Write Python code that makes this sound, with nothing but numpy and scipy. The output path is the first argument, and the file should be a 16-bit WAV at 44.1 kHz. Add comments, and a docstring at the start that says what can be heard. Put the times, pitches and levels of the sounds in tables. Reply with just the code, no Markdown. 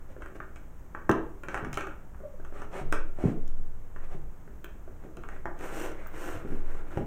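"""A steel toggle clamp on a wooden base is handled on a board, close up in a small, briefly ringing room.
Light clacks of the base on its track lead to one hard hit at 1.1 s, then a rattle with ticks of loose steel.
The wood squeaks, the base scuffs, and near 3.2 s hand and board thump heavily on the bench.
After more small clacks the base is slid along in six rasping pushes from 5.6 s, with a last knock at 7 s.
Under it all lie room tone and the low rumble of a camera stand that sways when the bench is leaned on."""
import sys
import numpy as np
from scipy import signal
from scipy.fft import rfft, irfft, next_fast_len
from scipy.io import wavfile
from scipy.ndimage import map_coordinates

SR = 44100
rng = np.random.default_rng(int(sys.argv[2]) if len(sys.argv) > 2 else 0)


def pcm_store(signal):
    """Save signal as 16-bit PCM."""
    levels = np.round(np.clip(np.atleast_2d(signal), -1, 1) * 32767)
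    wavfile.write(sys.argv[1], SR, levels.astype(np.int16).T)


N = 311346
TIME = np.arange(N) / SR
HIT_TIME = np.arange(SR // 5) / SR  # seconds into one hit
TAIL_TIME = np.arange(SR * 4 // 9) / SR  # seconds into a room tail or a scuff

# the base hits the board: t/s, level/dB, clack f/Hz, board knock re base ring/dB, steel/dB
BASE_HITS = [(0.221, -33.5, 1620, -4, -17), (0.26, -38, 1460, 1.5, -13), (0.355, -42.5, 1240, 6.5, -23),
             (0.402, -29, 1440, -6, -27), (0.56, -43.5, 1800, 2, -2), (0.949, -26, 1260, -7, -27.5),
             (1.093, -11.5, 1070, -14, -29), (1.435, -34, 1490, 0, -11), (1.485, -27.5, 1430, 0, -11.5),
             (1.544, -22, 1410, -26, -14), (1.553, -27.5, 1150, 1.5, -21), (1.576, -26.5, 1540, -19, -18),
             (1.648, -28, 1520, -20, -15.5), (1.73, -33.5, 1690, -12, 1), (1.773, -21.5, 1390, -3, -9),
             (1.809, -27.5, 1430, -4, -9.5), (1.87, -29, 1460, -3, -14), (2.146, -45, 1300, -15, -28),
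             (2.449, -38, 1130, -11, -13), (2.619, -33.5, 1300, 2, -12), (2.925, -18, 1400, -2, -9),
             (3.962, -38, 1300, 0.5, -19), (4.477, -47.5, 1560, 6.5, -32), (4.644, -37, 1600, 1.5, -11),
             (5.17, -41, 1500, 4.5, -14), (5.236, -36, 1360, -18, -15), (5.288, -34.5, 1360, -5, -11),
             (5.363, -44, 1370, 4, -15), (5.456, -23, 970, -5.5, -24.5), (6.061, -37, 1530, -3, -26),
             (6.973, -29.5, 910, 9.5, -17.5)]
# the fingers shift their grip and the base wobbles: start t/s, end t/s, level/dB
GRIP_SHIFTS = [(0.12, 0.2, -45), (2.2, 2.5, -48), (4.839, 5.1, -49.5)]
# dull blows of hand and board on the bench: t/s, level/dB, f/Hz, bench ring re push/dB
BENCH_BLOWS = [(1.096, -10, 306, -0.5), (1.627, -26.5, 166, 4), (1.639, -25.5, 174, 9), (2.814, -32, 92, 2),
               (3.187, -28, 500, 15), (3.239, -13, 263, -16), (3.254, -12.5, 182, -13),
               (3.599, -35.5, 93, -5), (4.147, -34, 215, 14), (5.05, -33.5, 397, 7), (5.174, -34.5, 340, 8),
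               (6.346, -34.5, 92.5, -7), (6.449, -27, 324, -6), (6.501, -34, 200, -7),
               (6.521, -26.5, 260, -6), (6.97, -24, 103, -9.5), (7.007, -25, 240, -9)]
# loose steel parts touch: t/s, level/dB, lever f/Hz, lever ring re click/dB, high ping re click/dB
STEEL_TOUCHES = [(1.0956, -31.5, 3100, -13, -10), (1.1144, -32, 2680, -3, -38),
                 (1.742, -33, 3500, -15, -46), (1.755, -41, 3500, -9, -38), (3.478, -45, 3900, -26, -37),
                 (4.644, -40, 3130, -5.5, -2), (5.1692, -48.5, 3600, -4, -25), (5.591, -46, 3500, -22, -34),
                 (5.9184, -46, 3500, -15, -24), (6.0711, -49, 3500, -22, 8)]
# the base is pushed along the board: t/s, length/s, top speed/dB
SLIDE_PUSHES = [(5.551, 0.22, -3), (5.646, 0.31, 0), (6.074, 0.38, -2), (6.394, 0.26, -9.5),
                (6.607, 0.25, -9.5), (6.822, 0.26, -9.5)]
# short drags of base and hand: t/s, length/s, level/dB, resonance f/Hz
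SCUFF_STROKES = [(0.081, 0.059, -54.5, 577), (0.2, 0.049, -52.5, 1300), (0.345, 0.03, -47, 445),
                 (0.548, 0.04, -57, 2400), (1.468, 0.16, -45, 1234), (1.756, 0.11, -46.5, 1420),
                 (2.514, 0.15, -47.5, 1250), (2.707, 0.13, -38.5, 715), (3.16, 0.19, -43, 700),
                 (4.012, 0.065, -52.5, 1340), (4.087, 0.083, -49, 706), (4.991, 0.097, -58, 460),
                 (5.274, 0.14, -54, 1970), (5.591, 0.095, -46.5, 1310), (5.91, 0.22, -51, 2100)]
# wood sticks and slips: t/s, level/dB, length/s
WOOD_CHIRPS = [(2.232, -37.5, 0.015), (2.243, -34, 0.027), (2.334, -40.5, 0.02)]
# leaning on the bench rocks the camera stand: t/s, length/s, level/dB
BENCH_LEANS = [(1.113, 0.072, -38), (2.3, 0.34, -33.5), (2.8, 0.24, -21.5), (3.324, 0.29, -21.5),
               (3.9, 0.25, -28), (5.212, 1.14, -34.5), (6.45, 0.27, -22.5)]

# modes of the wooden base: f/Hz, level/dB, t60/s
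BASE_MODES = [(687, 0, 0.022), (863, 0, 0.019), (1011, -12, 0.032), (1167, -1.5, 0.015), (1348, 0, 0.014),
              (1518, -4.5, 0.019), (1597, -3.5, 0.011)]
# modes of board and bench: f/Hz, level/dB, t60/s
BENCH_MODES = [(63.6, -18, .12), (145.6, -6, 0.66), (180, -12, 0.053), (185, 0, 0.058), (243.3, -6, 0.22),
               (326.7, -2, 0.15), (377, -0.5, 0.081), (422, -6.5, 0.089), (493, -15, 0.047),
               (569, 0, 0.021), (626, -19, 0.026)]
# modes of the clamp's lever: f/Hz, level/dB, t60/s
LEVER_MODES = [(1842, -1, 0.034), (1894, 4, 0.0095), (2253, -1, 0.033), (2525, 5, 0.014),
               (2677, 1.5, 0.018), (2955, -9, 0.036), (3170, -7.5, 0.029), (3980, -13, .03)]
# bright colour of a steel contact: f/Hz, level/dB
STEEL_EQ = [(1500, -25), (3000, 3.5), (4700, -11), (6100, 2.5), (6800, 0), (8000, -2.5), (9500, -5),
            (10800, -23), (13000, -12), (16000, -15.5)]
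# dark colour of rubbing wood: f/Hz, level/dB
RUB_EQ = [(130, -7.5), (250, -10), (325, -1), (440, -2), (600, -5.5), (950, -10), (1380, -11.5),
          (1750, -13), (2300, -18), (2800, -27), (3700, -32.5), (5000, -42.5), (7000, -68)]
# airy colour of surface hiss: f/Hz, level/dB
HISS_EQ = [(1470, -57), (2500, -3), (2810, -1.5), (3490, -11), (3770, -17), (4170, -13.5), (4620, -19.5),
           (5690, -8.5), (8530, -7.5), (9580, -12), (10800, -22), (13800, -10), (14900, -17), (16000, -29)]
# colour of the room tone: f/Hz, level/dB
ROOM_TONE_EQ = [(20, 2), (55, 3), (90, -7.5), (170, -12.5), (350, -19), (700, -24.5), (1500, -29.5),
                (2600, -41.5), (4600, -53.5), (6500, -43), (9000, -47), (10800, -55), (13000, -44.5),
                (16000, -49)]
# decay of the workshop's reverb: f/Hz, t60/s
ROOM_DECAY = [(100, 0.16), (400, 0.55), (1400, 0.36), (3000, 0.4), (7000, 0.23), (15000, 0.17)]


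def base_clacks(clink_ratio=1.31, clink_db=-3, clink_db_per_steel_db=0.54):
    """The base rings briefly, knocks the board and jolts the lever; more steel in a hit, more clink."""
    out = np.zeros(N)
    for s, db, hz, knock_db, steel_db in [*BASE_HITS, *grip_wobbles()]:
        base = unit(softened(struck(BASE_MODES, hz, octaves=0.54, flipped=0.2), 1970, order=5))
        board = unit(softened(struck(BENCH_MODES, 532, octaves=0.54, flipped=0), 1210, order=3))
        lever = struck(LEVER_MODES, clink_ratio * hz, octaves=0.54, flipped=0.5)
        clink = amp(clink_db + clink_db_per_steel_db * steel_db) * unit(softened(lever, 3670, order=8))
        body = base + amp(knock_db) * board + clink
        clack = amp(-23.5) * body + amp(steel_db) * steel_click(t60=0.0068)
        add(out, s, amp(db) * in_room(clack, wet_db=-2))
    return out


def grip_wobbles(per_s=7.1, spread_db=1, hz=1370, knock_db=11.5, steel_db=-28):
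    """Cues for faint, loosely timed clacks as the base wobbles under a shifting grip."""
    cues = []
    for start, end, db in GRIP_SHIFTS:
        for slot in np.arange(start, end, 1 / per_s):
            late, force = rng.random(2)
            cues.append((slot + late / per_s / 2, db + spread_db * (2 * force - 1), hz, knock_db, steel_db))
    return cues


def bench_thumps():
    """A soft blow is one low push and rebound that leaves board and bench ringing."""
    out = np.zeros(N)
    for s, db, hz, ring_db in BENCH_BLOWS:
        phase = 2 * np.pi * hz * HIT_TIME
        push = crest(np.sin(phase) * phase * np.exp(-phase / 2))
        bench = crest(struck(BENCH_MODES, hz, octaves=0.99, flipped=0))
        thump = softened(push + amp(ring_db) * bench, 1100, order=3)
        add(out, s, amp(db) * in_room(thump, wet_db=-0.5))
    return out


def steel_ticks(ping_hz=15150, ping_t60=0.025):
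    """Small steel parts click, set the lever ringing and add a very high ping."""
    out = np.zeros(N)
    for s, db, hz, lever_db, ping_db in STEEL_TOUCHES:
        lever = softened(struck(LEVER_MODES, hz, octaves=0.16, flipped=0.37), 5000, order=6)
        detune = 1 + 0.006 * rng.standard_normal()
        ping = np.sin(2 * np.pi * ping_hz * detune * HIT_TIME) * amp(-60 * HIT_TIME / ping_t60)
        tick = steel_click(t60=0.012) + amp(lever_db) * lever + amp(ping_db) * ping
        add(out, s, amp(db) * in_room(tick, wet_db=-6.5))
    return out


def steel_click(t60):
    """One sharp steel contact and the fine chatter that follows it."""
    chatter = rng.standard_normal(len(HIT_TIME)) * amp(-60 * HIT_TIME / t60)
    chatter[0] = np.linalg.norm(chatter) / 2  # the leading transient
    return crest(signal.fftconvolve(chatter, shortest_impulse(STEEL_EQ))[:len(HIT_TIME)])


def base_slide(wood_db=-39, hiss_db=-51, hiss_power=1.8, hum_hz=332, rasp_hz=1410):
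    """Wood grain catches in quick uneven slips: the board hums, the base rasps, speed brings up hiss."""
    def body(hz):
        return 1 + 1.14 * resonance(hz, hum_hz, 27) + 0.71 * resonance(hz, rasp_hz, 180)

    speed = np.max([amp(db) * arch(TIME - s, length) for s, length, db in SLIDE_PUSHES], axis=0)
    grit, catches = wobble(500), wobble(40)
    slips = amp(3 * grit + 1.5 * catches) * rng.standard_normal(N)
    wood = unit(filtered(coloured(slips, RUB_EQ), body))
    hiss = coloured(amp(1.9 * grit) * rng.standard_normal(N), HISS_EQ)
    slide = amp(wood_db) * speed * wood + amp(hiss_db) * speed ** hiss_power * hiss
    return in_room(slide, wet_db=-5)[:N]


def scuffs(relative_width=0.17, hiss_re_wood_db=-20):
    """Brief swells of friction, each coloured by the part that is dragged."""
    out = np.zeros(N)
    for s, length, db, hz in SCUFF_STROKES:
        rough, fine = rng.standard_normal((2, len(TAIL_TIME)))
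        rub = coloured(rough, RUB_EQ)
        wood = unit(filtered(rub, lambda f: 1 + 1.22 * resonance(f, hz, relative_width * hz)))
        hiss = unit(softened(coloured(fine, HISS_EQ), 11000, order=2))
        add(out, s, amp(db) * arch(TAIL_TIME, length) * (wood + amp(hiss_re_wood_db) * hiss))
    return in_room(out, wet_db=-5)[:N]


def wood_squeaks(pitch_hz=578, overtone_db=-22):
    """Short, low chirps of wood sticking and slipping."""
    out = np.zeros(N)
    for s, db, length in WOOD_CHIRPS:
        detune = 1 + 0.022 * rng.standard_normal()
        phase = 2 * np.pi * pitch_hz * detune * HIT_TIME
        tone = np.sin(phase) + amp(overtone_db) * np.sin(2 * phase)
        add(out, s, amp(db) * in_room(arch(HIT_TIME, length) ** 2 * tone, wet_db=-10.5))
    return out


def stand_sway(sway_hz=12.1, overtone_db=-22, rise_s=0.097, fade_db_per_s=63, rest_db=-42.5):
    """Sub rumble: the camera stand rocks while the bench is leaned on, then settles to a tremble."""
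    phase = 2 * np.pi * np.cumsum(sway_hz + 0.45 * wobble(0.76)) / SR
    level = amp(rest_db)
    for s, length, db in BENCH_LEANS:
        rise = np.sin(np.pi / 2 * np.clip((TIME - s) / rise_s, 0, 1)) ** 2
        fade_db = fade_db_per_s * np.maximum(TIME - s - length, 0)
        level = np.hypot(level, rise * amp(db - fade_db))
    return np.sqrt(2) * level * (np.sin(phase) + amp(overtone_db) * np.sin(2 * phase))


def room_tone(db=-45.5):
    """The workshop's steady, dark bed of noise."""
    return amp(db) * coloured(rng.standard_normal(N), ROOM_TONE_EQ)


def in_room(x, wet_db, build_s=0.0015):
    """x plus a fresh diffuse tail that builds up as the first walls answer."""
    hz, t, noise = signal.stft(rng.standard_normal(len(TAIL_TIME)), SR, nperseg=256)
    decay = amp(-60 * t / along(ROOM_DECAY, hz)[:, None])
    tail = signal.istft(noise * decay, SR, nperseg=256)[1][:len(TAIL_TIME)]
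    tail *= 1 - np.exp(-(TAIL_TIME / build_s) ** 2)
    response = amp(wet_db) * tail / np.linalg.norm(tail)
    response[0] += 1  # the direct sound
    return signal.fftconvolve(x, response)


def struck(modes, pitch_hz, octaves, flipped, attack_s=0.00039):
    """The place of a blow favours the modes near its pitch and starts a share in opposite phase."""
    hz, db, t60 = np.transpose(modes)[:, :, None]
    scatter_db, detune = rng.standard_normal((2, len(modes), 1))
    sign = np.where(rng.random(hz.shape) < flipped, -1, 1)
    gain = sign * amp(db + scatter_db) / (1 + (np.log2(hz / pitch_hz) / octaves) ** 2)
    partials = np.sin(2 * np.pi * hz * (1 + 0.025 * detune) * HIT_TIME)
    attack = 1 - np.exp(-HIT_TIME / attack_s)
    return attack * np.sum(gain * amp(-60 * HIT_TIME / t60) * partials, axis=0)


def softened(x, corner_hz, order):
    """A yielding contact passes little above its corner; scaled to peak 1."""
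    return crest(signal.sosfilt(signal.butter(order, corner_hz, fs=SR, output="sos"), x))


def resonance(hz, centre_hz, width_hz):
    """Response of one damped mode."""
    return 1j * hz * width_hz / (centre_hz ** 2 - hz ** 2 + 1j * hz * width_hz)


def arch(t, length):
    """A stroke that speeds up from rest and slows to rest again."""
    return np.abs(np.sin(np.pi * np.clip(t / length, 0, 1)))


def wobble(knots_per_s):
    """A smooth random modulator."""
    return map_coordinates(rng.standard_normal(int(N * knots_per_s / SR) + 4), [TIME * knots_per_s])


def filtered(x, response):
    """x through a filter given as a function of frequency."""
    size = next_fast_len(len(x) + SR // 4)
    return irfft(rfft(x, size) * response(np.fft.rfftfreq(size, 1 / SR)), size)[:len(x)]


def coloured(x, eq):
    """x through an EQ curve, at rms 1."""
    return unit(filtered(x, lambda hz: amp(along(eq, hz))))


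def shortest_impulse(eq, size=1024):
    """The tightest (minimum-phase) click with this EQ curve."""
    cepstrum = irfft(np.log(amp(along(eq, np.fft.rfftfreq(size, 1 / SR)))))
    return irfft(np.exp(rfft(2 * cepstrum[:size // 2], size)))


def along(points, hz):
    """Read (f/Hz, value) points on a log frequency axis."""
    knots_hz, values = np.transpose(points)
    return np.interp(np.log(hz + 1), np.log(knots_hz), values)


def amp(db):
    """Decibels to gain."""
    return 10 ** (np.asarray(db) / 20)


def unit(x):
    """Scale to rms 1."""
    return x / np.sqrt(np.mean(x ** 2) + 1e-20)


def crest(x):
    """Scale to peak 1."""
    return x / (np.abs(x).max() + 1e-20)


def add(track, s, sound):
    """Mix a sound into the track at s seconds."""
    part = track[max(round(s * SR), 0):][:len(sound)]
    part += sound[:len(part)]


def scene():
    """Hits, friction and background in one mono mix."""
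    hits = base_clacks() + bench_thumps() + steel_ticks()
    friction = wood_squeaks() + scuffs() + base_slide()
    return (hits + friction + stand_sway() + room_tone())[None]


def record(dry):
    """A brick-wall high cut at 15.9 kHz."""
    return np.array([filtered(x, lambda hz: hz < 15900) for x in dry])


dry = scene()
out = record(dry)
pcm_store(out)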